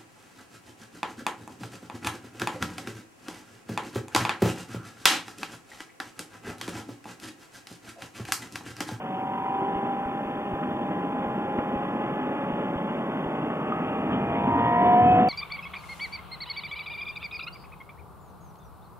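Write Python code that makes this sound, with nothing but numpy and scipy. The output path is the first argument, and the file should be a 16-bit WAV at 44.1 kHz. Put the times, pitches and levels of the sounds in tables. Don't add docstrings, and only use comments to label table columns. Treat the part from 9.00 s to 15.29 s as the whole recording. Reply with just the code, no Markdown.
import sys
import numpy as np
from scipy import signal
from scipy.fft import rfft, irfft
from scipy.io import wavfile
from scipy.ndimage import map_coordinates

SR = 44100
rng = np.random.default_rng(int(sys.argv[2]) if len(sys.argv) > 2 else 0)


def generate_wav(sig):
    pcm = np.round(np.clip(np.atleast_2d(sig).T, -1, 1) * 32767).astype(np.int16)
    wavfile.write(sys.argv[1], SR, pcm)


N = 277293


def amp(db):
    return np.exp(np.asarray(db) * (np.log(10) / 20))


def unit_rms(x):
    return x / np.sqrt(np.mean(x ** 2) + 1e-20)


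def butter(x, hz, kind):
    return signal.sosfilt(signal.butter(2, hz, kind, fs=SR, output="sos"), x)


def in_time(rows):
    times_s, *columns = np.transpose(rows)
    return [np.interp(np.arange(N) / SR, times_s, column) for column in columns]


def at_hz(rows, hz, column=1):
    table = np.array(rows)
    return np.interp(np.log(np.maximum(hz, 1)), np.log(table[:, 0]), table[:, column])


def drift(rate_hz):
    hop = 40
    pole = np.exp(-2 * np.pi * hop * rate_hz / SR)
    slow = signal.lfilter([1], [1, -2 * pole, pole * pole], rng.standard_normal(N // hop + 2002))[2000:]
    return np.interp(np.arange(N) / hop, np.arange(len(slow)), unit_rms(slow - slow.mean()))


def banded_noise(spectrum, span_hz, bands, shared_db, own_db, rate_hz):
    edges_hz = np.geomspace(*span_hz, bands + 1)
    white, together, out = rng.standard_normal((2, N)), drift(rate_hz), 0
    for k, (low, high) in enumerate(zip(edges_hz, edges_hz[1:])):
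        level_db = at_hz(spectrum, np.sqrt(low * high)) + shared_db * together + own_db * drift(rate_hz)
        out += amp(level_db) * butter(white[k % 2], [low, high], "band")
    return unit_rms(out)


# (frequency [Hz], left [dB/Hz], right [dB/Hz])
HISS_SPECTRUM = [(4280, -107, -110), (9000, -109, -110), (10600, -113, -113), (12600, -110, -109),
                 (13500, -113, -113), (15300, -117, -108)]


def circuit_hiss(ticks_per_s=59.94, tone_hz=10406):
    hz = np.fft.rfftfreq(N, 1 / SR)
    shape = amp([at_hz(HISS_SPECTRUM, hz, column) for column in (1, 2)])
    low_shelf = amp(-12 * (hz < 4250))
    hiss = irfft(rfft(rng.standard_normal((2, N))) * shape * low_shelf, N) * np.sqrt(SR / 2)
    ticks = np.diff(np.floor(np.arange(N + 1) * ticks_per_s / SR))
    ticks *= (-1) ** np.cumsum(ticks)
    hiss += amp(-71) * butter(ticks, [5000, 13000], "band")
    hiss[1] += amp(-31) * butter(ticks, [14600, 15600], "band")
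    return hiss + amp(-88) * np.sin(2 * np.pi * tone_hz * np.arange(N) / SR)


# (time [s], frequency [Hz])
TREAD_PITCH = [(2.0, 527), (2.6, 539), (3.2, 551), (3.6, 557), (4.1, 562), (4.6, 569)]
# (time [s], rms level [dB])
TREAD_LEVEL = [(0, -69.5), (2.0, -54), (2.5, -42), (2.9, -45), (3.4, -38.5), (3.8, -40.5), (4.2, -46),
               (4.5, -47), (4.8, -60.5), (6.29, -70.5)]


def tyre_hum():
    (hz,), (level_db,) = in_time(TREAD_PITCH), in_time(TREAD_LEVEL)
    peak = np.sqrt(2) * amp(level_db + drift(10))
    return peak * np.sin(2 * np.pi * np.cumsum(hz) / SR + 0.27 * drift(11))


# (time [s], rattle [dB], low mode [dB], high mode [dB])
SEAM_HITS = [(0.855, -35.5, -26, -39), (1.628, -32, -22, -39), (1.912, -34.5, -16, -40),
             (2.586, -31, -13, -36), (4.504, -36, -30, -37), (4.722, -38, -32, -19), (5.105, -35, -26, -42),
             (5.128, -42, -42, -26), (6.187, -34.5, -18, -32.5)]
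# (frequency [Hz], t60 [s])
MOUNT_MODES = [(260, 0.03), (1230, 0.035)]


def mount_rattle(t60_s=0.1, band_hz=(250, 1600), cut_hz=160):
    times_s, *levels_db = np.transpose(SEAM_HITS)
    hits = np.full((3, N), 1e-18)
    hits[:, np.round(times_s * SR).astype(int)] = amp(levels_db)
    decay = signal.lfilter([1], [1, -amp(-60 / (t60_s * SR))], hits[0])
    out = decay * unit_rms(butter(rng.standard_normal(N), band_hz, "band"))
    for (hz, ring_s), blows in zip(MOUNT_MODES, hits[1:]):
        radius, angle = amp(-60 / (ring_s * SR)), 2 * np.pi * hz / SR
        out += signal.lfilter([0, np.sin(angle)], [1, -2 * radius * np.cos(angle), radius ** 2], blows)
    return butter(out, cut_hz, "high")


# (time [s], size [dB], sign)
PRESSURE_STEPS = [(0.756, -25, -1), (1.057, -24.5, -1), (1.257, -30, -1), (1.534, -20.5, -1),
                  (1.738, -33, 1), (1.913, -43, 1), (2.262, -29, 1), (2.587, -25, -1), (2.757, -24, 1),
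                  (3.523, -27, -1), (3.759, -22, 1), (4.262, -26, -1), (5.108, -29, -1), (5.274, -31, -1),
                  (5.856, -39.5, 1), (6.135, -33, 1), (6.206, -33, -1)]


def port_thumps(rise_hz=400, leak_hz=65):
    pressure = np.full(N, 1e-18)
    for time_s, size_db, sign in PRESSURE_STEPS:
        pressure[round(time_s * SR):] += sign * amp(size_db)
    return butter(butter(pressure, rise_hz, "low"), leak_hz, "high")


# (time [s], buffet rms [dB], rumble rms [dB])
WIND_LEVELS = [(0, -36, -55.5), (.5, -37, -45.5), (.62, -32.5, -53.5), (1.0, -34, -57.5), (1.9, -31.5, -48),
               (2.4, -31, -46.5), (3.1, -30, -54.5), (3.3, -30, -57), (4.0, -30.5, -56),
               (4.95, -31.5, -38.5), (5.1, -28, -33.5), (5.24, -31, -31), (5.32, -29.5, -34.5),
               (5.46, -28.5, -31), (5.6, -26.5, -31), (5.78, -31.5, -35), (5.84, -22.5, -39),
               (5.9, -28, -27.5), (5.97, -25.5, -43), (6.03, -32.5, -26), (6.22, -23, -26.5),
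               (6.29, -38, -31)]
# (frequency [Hz], relative density [dB])
BUFFET_SPECTRUM = [(40, -28.5), (90, -26.5), (120, -22), (150, -8.5), (190, -4.5), (250, -3), (320, -6.5),
                   (400, -8), (600, -12.5), (900, -14.5), (1400, -27), (2500, -33.5)]
# (frequency [Hz], relative density [dB])
RUMBLE_SPECTRUM = [(45, -28), (70, -15), (110, -2), (190, -6), (260, -4)]
# (frequency [Hz], relative density [dB])
FLUTTER_SPECTRUM = [(170, -7), (245, 5.5), (340, -8)]


def wind(flutter_db=-7):
    buffet_db, rumble_db = in_time(WIND_LEVELS)
    buffet = banded_noise(BUFFET_SPECTRUM, (28, 3900), bands=16, shared_db=1, own_db=0.43, rate_hz=89)
    rumble = banded_noise(RUMBLE_SPECTRUM, (45, 280), bands=7, shared_db=1.2, own_db=2.2, rate_hz=10)
    flutter = banded_noise(FLUTTER_SPECTRUM, (170, 340), bands=8, shared_db=0.95, own_db=2.5, rate_hz=5.1)
    return amp(buffet_db) * (buffet + amp(flutter_db) * flutter) + amp(rumble_db) * rumble


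# (time [s], body level [dB], bright edge level [dB])
VALVE_LEVELS = [(0, -43.5, -64.5), (.75, -43, -58.5), (1.5, -45, -61.5), (2.5, -44.5, -64.5),
                (3.5, -43.5, -59), (4.7, -44, -58), (4.95, -44, -50.5), (5.5, -42.5, -46.5),
                (5.57, -40.5, -58), (5.64, -35, -48.5), (5.7, -41, -55), (6.0, -41.5, -49),
                (6.18, -39, -50), (6.29, -41, -45.5)]
# (frequency [Hz], relative density [dB])
BODY_SPECTRUM = [(900, -8.5), (1200, -10), (1700, -15.5), (2200, -19), (2700, -20), (3300, -18),
                 (3700, -25)]
# (frequency [Hz], relative density [dB])
EDGE_SPECTRUM = [(2100, -2.5), (2500, 0.5), (3000, -3.5), (3500, -11.5)]


def valve_rasp(cycle_rad):
    body_db, edge_db = in_time(VALVE_LEVELS)
    pulse = 1 + 0.24 * np.cos(4 * cycle_rad) + 0.14 * np.cos(cycle_rad)
    body = banded_noise(BODY_SPECTRUM, (900, 3900), bands=7, shared_db=0.7, own_db=1.64, rate_hz=16)
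    edge = banded_noise(EDGE_SPECTRUM, (2000, 3600), bands=5, shared_db=2, own_db=5, rate_hz=9.9)
    return pulse * (amp(body_db) * body + amp(edge_db) * edge)


# (frequency [Hz], gain [dB])
COMB_RESPONSE = [(90, -19), (250, -3), (600, 7), (1000, -5), (1400, 3), (1900, -10.5), (2500, 0),
                 (3500, -18)]


def cylinder_comb(cycle_rad, cycle_hz, load_db, order_limit=62):
    _, edge_db = in_time(VALVE_LEVELS)
    top_db = 0.55 * (edge_db - edge_db.max())
    out = 0
    for order in sorted(set(range(3, order_limit)) - set(TONE_ORDERS)):
        firing_db = 1.2 * (order % 4 == 0)
        level_db = at_hz(COMB_RESPONSE, order * cycle_hz) + firing_db + top_db * (order > 33)
        gain = amp(level_db + 3 * drift(0.9))
        out += gain * np.sin(order * cycle_rad + 0.17 * drift(6.4) + rng.uniform(0, 2 * np.pi))
    drive_db = -38.5 + 0.42 * np.minimum(load_db, 1.5)
    return amp(drive_db) * out / np.sqrt(order_limit)


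# (centre [Hz], width [Hz], lift [dB])
INTAKE_RESONANCES = [(395, 8.7, 14.5), (489, 21, 12), (598.5, 32, 14), (660.5, 15, 6), (725.6, 18.4, 29),
                     (782.8, 36, 27.5), (823, 60, 24.5), (958.6, 45, 15.5), (1004.5, 121, 18),
                     (1287, 87, 14.5), (1720, 110, 9), (1804, 81, 7.5), (1900, 31, 8.5), (1965, 62, 8.5),
                     (2264, 70, 9), (2424, 65, 13.5), (2567, 25, 11.5), (3030, 140, 7.5)]


def resonance_db(hz):
    grid_hz = np.linspace(hz.min(), hz.max(), 600)
    power = sum(amp(2 * lift_db) / (1 + (2 * (grid_hz - centre_hz) / width_hz) ** 2) ** 2
                for centre_hz, width_hz, lift_db in INTAKE_RESONANCES)
    return np.interp(hz, grid_hz, 10 * np.log10(1 + power))


ORDER_SWELLS = {"3": [(1.2, 1.5, -10.5)], "4": [(3.6, 1.6, -9), (5.5, 1.2, -3.5)], "5": [(1.9, .7, 3.5),
                (5.6, 1.4, -7)], "29": [(6.05, .25, 5.5)], "30": [(5.85, .3, 4.5)], "35": [(5.8, .3, 7.5)],
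                "8": [(.6, 0.15, 9.5), (.88, 0.14, 6.5), (1.15, 0.36, -12), (4.5, .7, 7.5), (5.6, 0.24, -6),
                (5.85, 0.23, 4)], "10": [(3.9, 1.5, 2), (5.7, .6, 4)], "11": [(.4, 0.89, -6),
                (4.2, .6, -9.5), (6.2, 0.33, 5)], "12": [(0.12, 0.26, 7.5), (0.68, 0.32, -10.5),
                (3.98, 0.48, 7), (4.8, .5, -3), (2.3, .6, 1.5)], "13": [(4.8, 1.1, 6.5), (5.8, .25, -6.5)],
                "16": [(.2, 0.22, 7), (.95, 0.28, 2.5), (5.92, 0.11, 4), (6.25, 0.149, 5.5)],
                "14": [(5.49, 0.46, 2), (.2, 0.35, -1), (3.9, 0.99, 5), (5.95, 0.45, -13.5)],
                "15": [(.45, 0.34, -8.5), (1.3, 0.77, 8.5), (5.6, .2, 7)], "17": [(.25, 0.22, 8),
                (.3, 0.62, -10.5), (2.4, 0.77, 4), (4.2, 1.3, -11), (5.9, 0.17, 2.5), (6.2, .3, 9.5)],
                "19": [(1, .3, 3.5), (.3, .6, 13.5), (5.3, .3, 11.5)], "20": [(3.5, .6, -10),
                (4.8, 0.59, 8.5), (6.0, 0.57, -9)], "21": [(.35, .2, 0), (3.45, 0.29, 8.5), (4.6, 0.56, 6),
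                (5.6, 0.26, 10), (5.85, 0.15, -9.5), (.05, 0.11, -9), (.75, 0.28, -4), (5.93, 0.17, -8.5)],
                "22": [(4.7, 1, 10.5), (5.5, .2, -5.5), (6.25, .2, 6.5)], "23": [(.6, 1, -14.5),
                (4.62, 0.13, -6), (4.93, 0.13, -5), (5.7, 1.4, -3)], "24": [(2.9, 0.84, 10.5),
                (5.9, .8, 10)], "28": [(2.4, .8, 6), (4.9, 1.1, 1)], "31": [(5.8, .5, 10.5)],
                "32": [(4.8, 0.45, -9.5), (1, 1.6, -5), (5.68, .2, 5), (5.97, .15, -8.5)],
                "33": [(4.6, 1.14, -11.5), (5.25, 0.31, -10.5), (5.6, .25, 6)], "36": [(1.4, .7, 3.5),
                (.5, 0.45, -3), (2.8, 1, -6.5), (4.05, 0.3, 8.5), (4.65, 0.42, -8), (5.3, .3, 4),
                (6.0, .6, 6)], "38": [(1.4, 1.2, -9.5), (5.85, .4, 0), (4, .3, 4), (5.2, .5, -5)],
                "42": [(4.7, 0.55, -6), (3.8, .7, -7), (6.1, 0.13, 11), (6.27, 0.088, -10)],
                "43": [(4.95, 0.2, 8), (5.85, .3, -7), (6.1, .4, 9)], "47": [(5.1, .5, 3),
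                (6.15, 0.33, 7.5)], "48": [(4.95, .3, 14), (5.65, .15, 8)], "50": [(1.4, .9, 14),
                (4.45, .15, 16), (4.9, .5, 12), (5.45, .1, 7.5), (5.95, 0.37, 8)], "46": [(.5, .8, -5),
                (5.45, .15, 6)], "51": [(4.35, .3, 4), (6.1, .3, 18)]}


def swell_db(order):
    grid_s = np.arange(0, N + 256, 256) / SR
    bells_db = np.zeros_like(grid_s)
    for centre_s, width_s, change_db in ORDER_SWELLS.get(str(order), []):
        bells_db += change_db * np.exp(-4 * np.log(2) * ((grid_s - centre_s) / width_s) ** 2)
    return np.interp(np.arange(N) / SR, grid_s, bells_db)


TONE_ORDERS = (8, 9, 10, 11, 12, 13, 14, 15, 16, 17, 19, 20, 21, 22, 23, 24, 28, 29, 31, 32, 33, 34, 36, 38,
               42, 43, 46, 47, 50, 51, 48, 3, 4, 5, 30, 35)
ORDER_BASE_DB = (-53, -60, -73, -51.5, -52.5, -81, -68.5, -69.5, -56.5, -62.5, -72, -59, -63, -70.5, -63,
                 -71, -66, -66.5, -73.5, -65, -65.5, -72, -67, -65, -66.5, -79.5, -74.5, -74.5, -75, -78.5,
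                 -77.5, -49.5, -46.5, -48.5, -72.5, -73)
# (time [s], gain [dB])
WHINE_GAIN = [(0, -7), (.5, 2.5), (1, 0.5), (1.5, 1), (2, 2.5), (3, 3), (3.5, 4), (4, -2.5), (4.5, 3.5),
              (4.75, 9.5), (5, 6.5), (5.25, 7.5), (5.5, 3.5), (5.75, 10), (6, 9.5), (6.29, 4)]


def engine_tones(cycle_rad, cycle_hz, lower_db, upper_db, crossover_hz=(880, 920), whine_from_hz=1150):
    whine_db, = in_time(WHINE_GAIN)
    levels_db = {}
    for order, base_db in zip(TONE_ORDERS, ORDER_BASE_DB):
        hz = order * cycle_hz
        upper_share = 1 if order > 16 else np.interp(hz, crossover_hz, [0, 1])
        blend_db = (1 - upper_share) * lower_db + upper_share * upper_db
        load_db = np.where(hz > whine_from_hz, whine_db, blend_db)
        levels_db[order] = base_db + load_db + resonance_db(hz) + swell_db(order)
    octave_db = 2 * levels_db[16] + 7 + swell_db(32)
    levels_db[32] = 10 * np.log10(amp(2 * levels_db[32]) + amp(2 * octave_db))
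    out = 0
    for order, level_db in levels_db.items():
        phase = order * cycle_rad + 0.17 * drift(19) + rng.uniform(0, 2 * np.pi)
        out += np.sqrt(2) * amp(level_db + 1.18 * drift(32)) * np.sin(phase)
    return out


# (time [s], four-stroke cycle rate [Hz])
CYCLE_RATE = [(0.0, 46.79), (0.5, 48.49), (0.78, 49.42), (0.98, 49.4), (1.5, 50.3), (1.75, 50.3),
              (2.0, 50.72), (2.75, 51.33), (3.1, 52.2), (3.5, 52.92), (4.25, 54.59), (4.5, 55.01),
              (4.75, 55.58), (5.0, 56.38), (5.22, 57.33), (5.5, 58.16), (5.75, 59.18), (6.0, 60.4),
              (6.29, 61.64)]
# (time [s], lower tones [dB], upper tones [dB])
LOAD_GAIN = [(0.0, -2.5, -4), (0.25, -3, 2.5), (0.5, -2, 7.5), (0.75, -3, 4.5), (1.0, -4.5, -1),
             (1.5, -4.5, -4), (2.0, -3, -0.5), (2.5, -3, -2.5), (3.0, -4, 1), (3.5, -1, 0), (4.0, -1.5, 4),
             (4.5, 0.5, 1), (4.75, 1, -1), (5.0, 3, 1.5), (5.25, 8, 1.5), (5.5, 7.5, 15.5),
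             (5.75, 9.5, 15.5), (6.0, 7.5, 8.5), (6.29, 12, -9.5)]


def engine():
    cycle_hz, = in_time(CYCLE_RATE)
    lower_db, upper_db = in_time(LOAD_GAIN)
    cycle_rad = 2 * np.pi * np.cumsum(cycle_hz) / SR + 0.005 * drift(18)
    rasp = valve_rasp(cycle_rad)
    tones = engine_tones(cycle_rad, cycle_hz, lower_db, upper_db)
    return rasp + tones + cylinder_comb(cycle_rad, cycle_hz, lower_db)


def scene(left_lag_samples=5.5):
    right = engine() + tyre_hum() + wind() + port_thumps() + mount_rattle()
    left = map_coordinates(right, [np.arange(N) - left_lag_samples], order=3, mode="nearest")
    return np.array([left, right])


def record(dry, wind_filter_hz=3500, cutoff_hz=15300):
    wind_filter = signal.ellip(9, 0.5, 70, wind_filter_hz, fs=SR, output="sos")
    top_cut = signal.ellip(12, 0.5, 70, cutoff_hz, fs=SR, output="sos")
    return signal.sosfilt(top_cut, signal.sosfilt(wind_filter, dry) + circuit_hiss())


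dry = scene()
out = record(dry)
generate_wav(out)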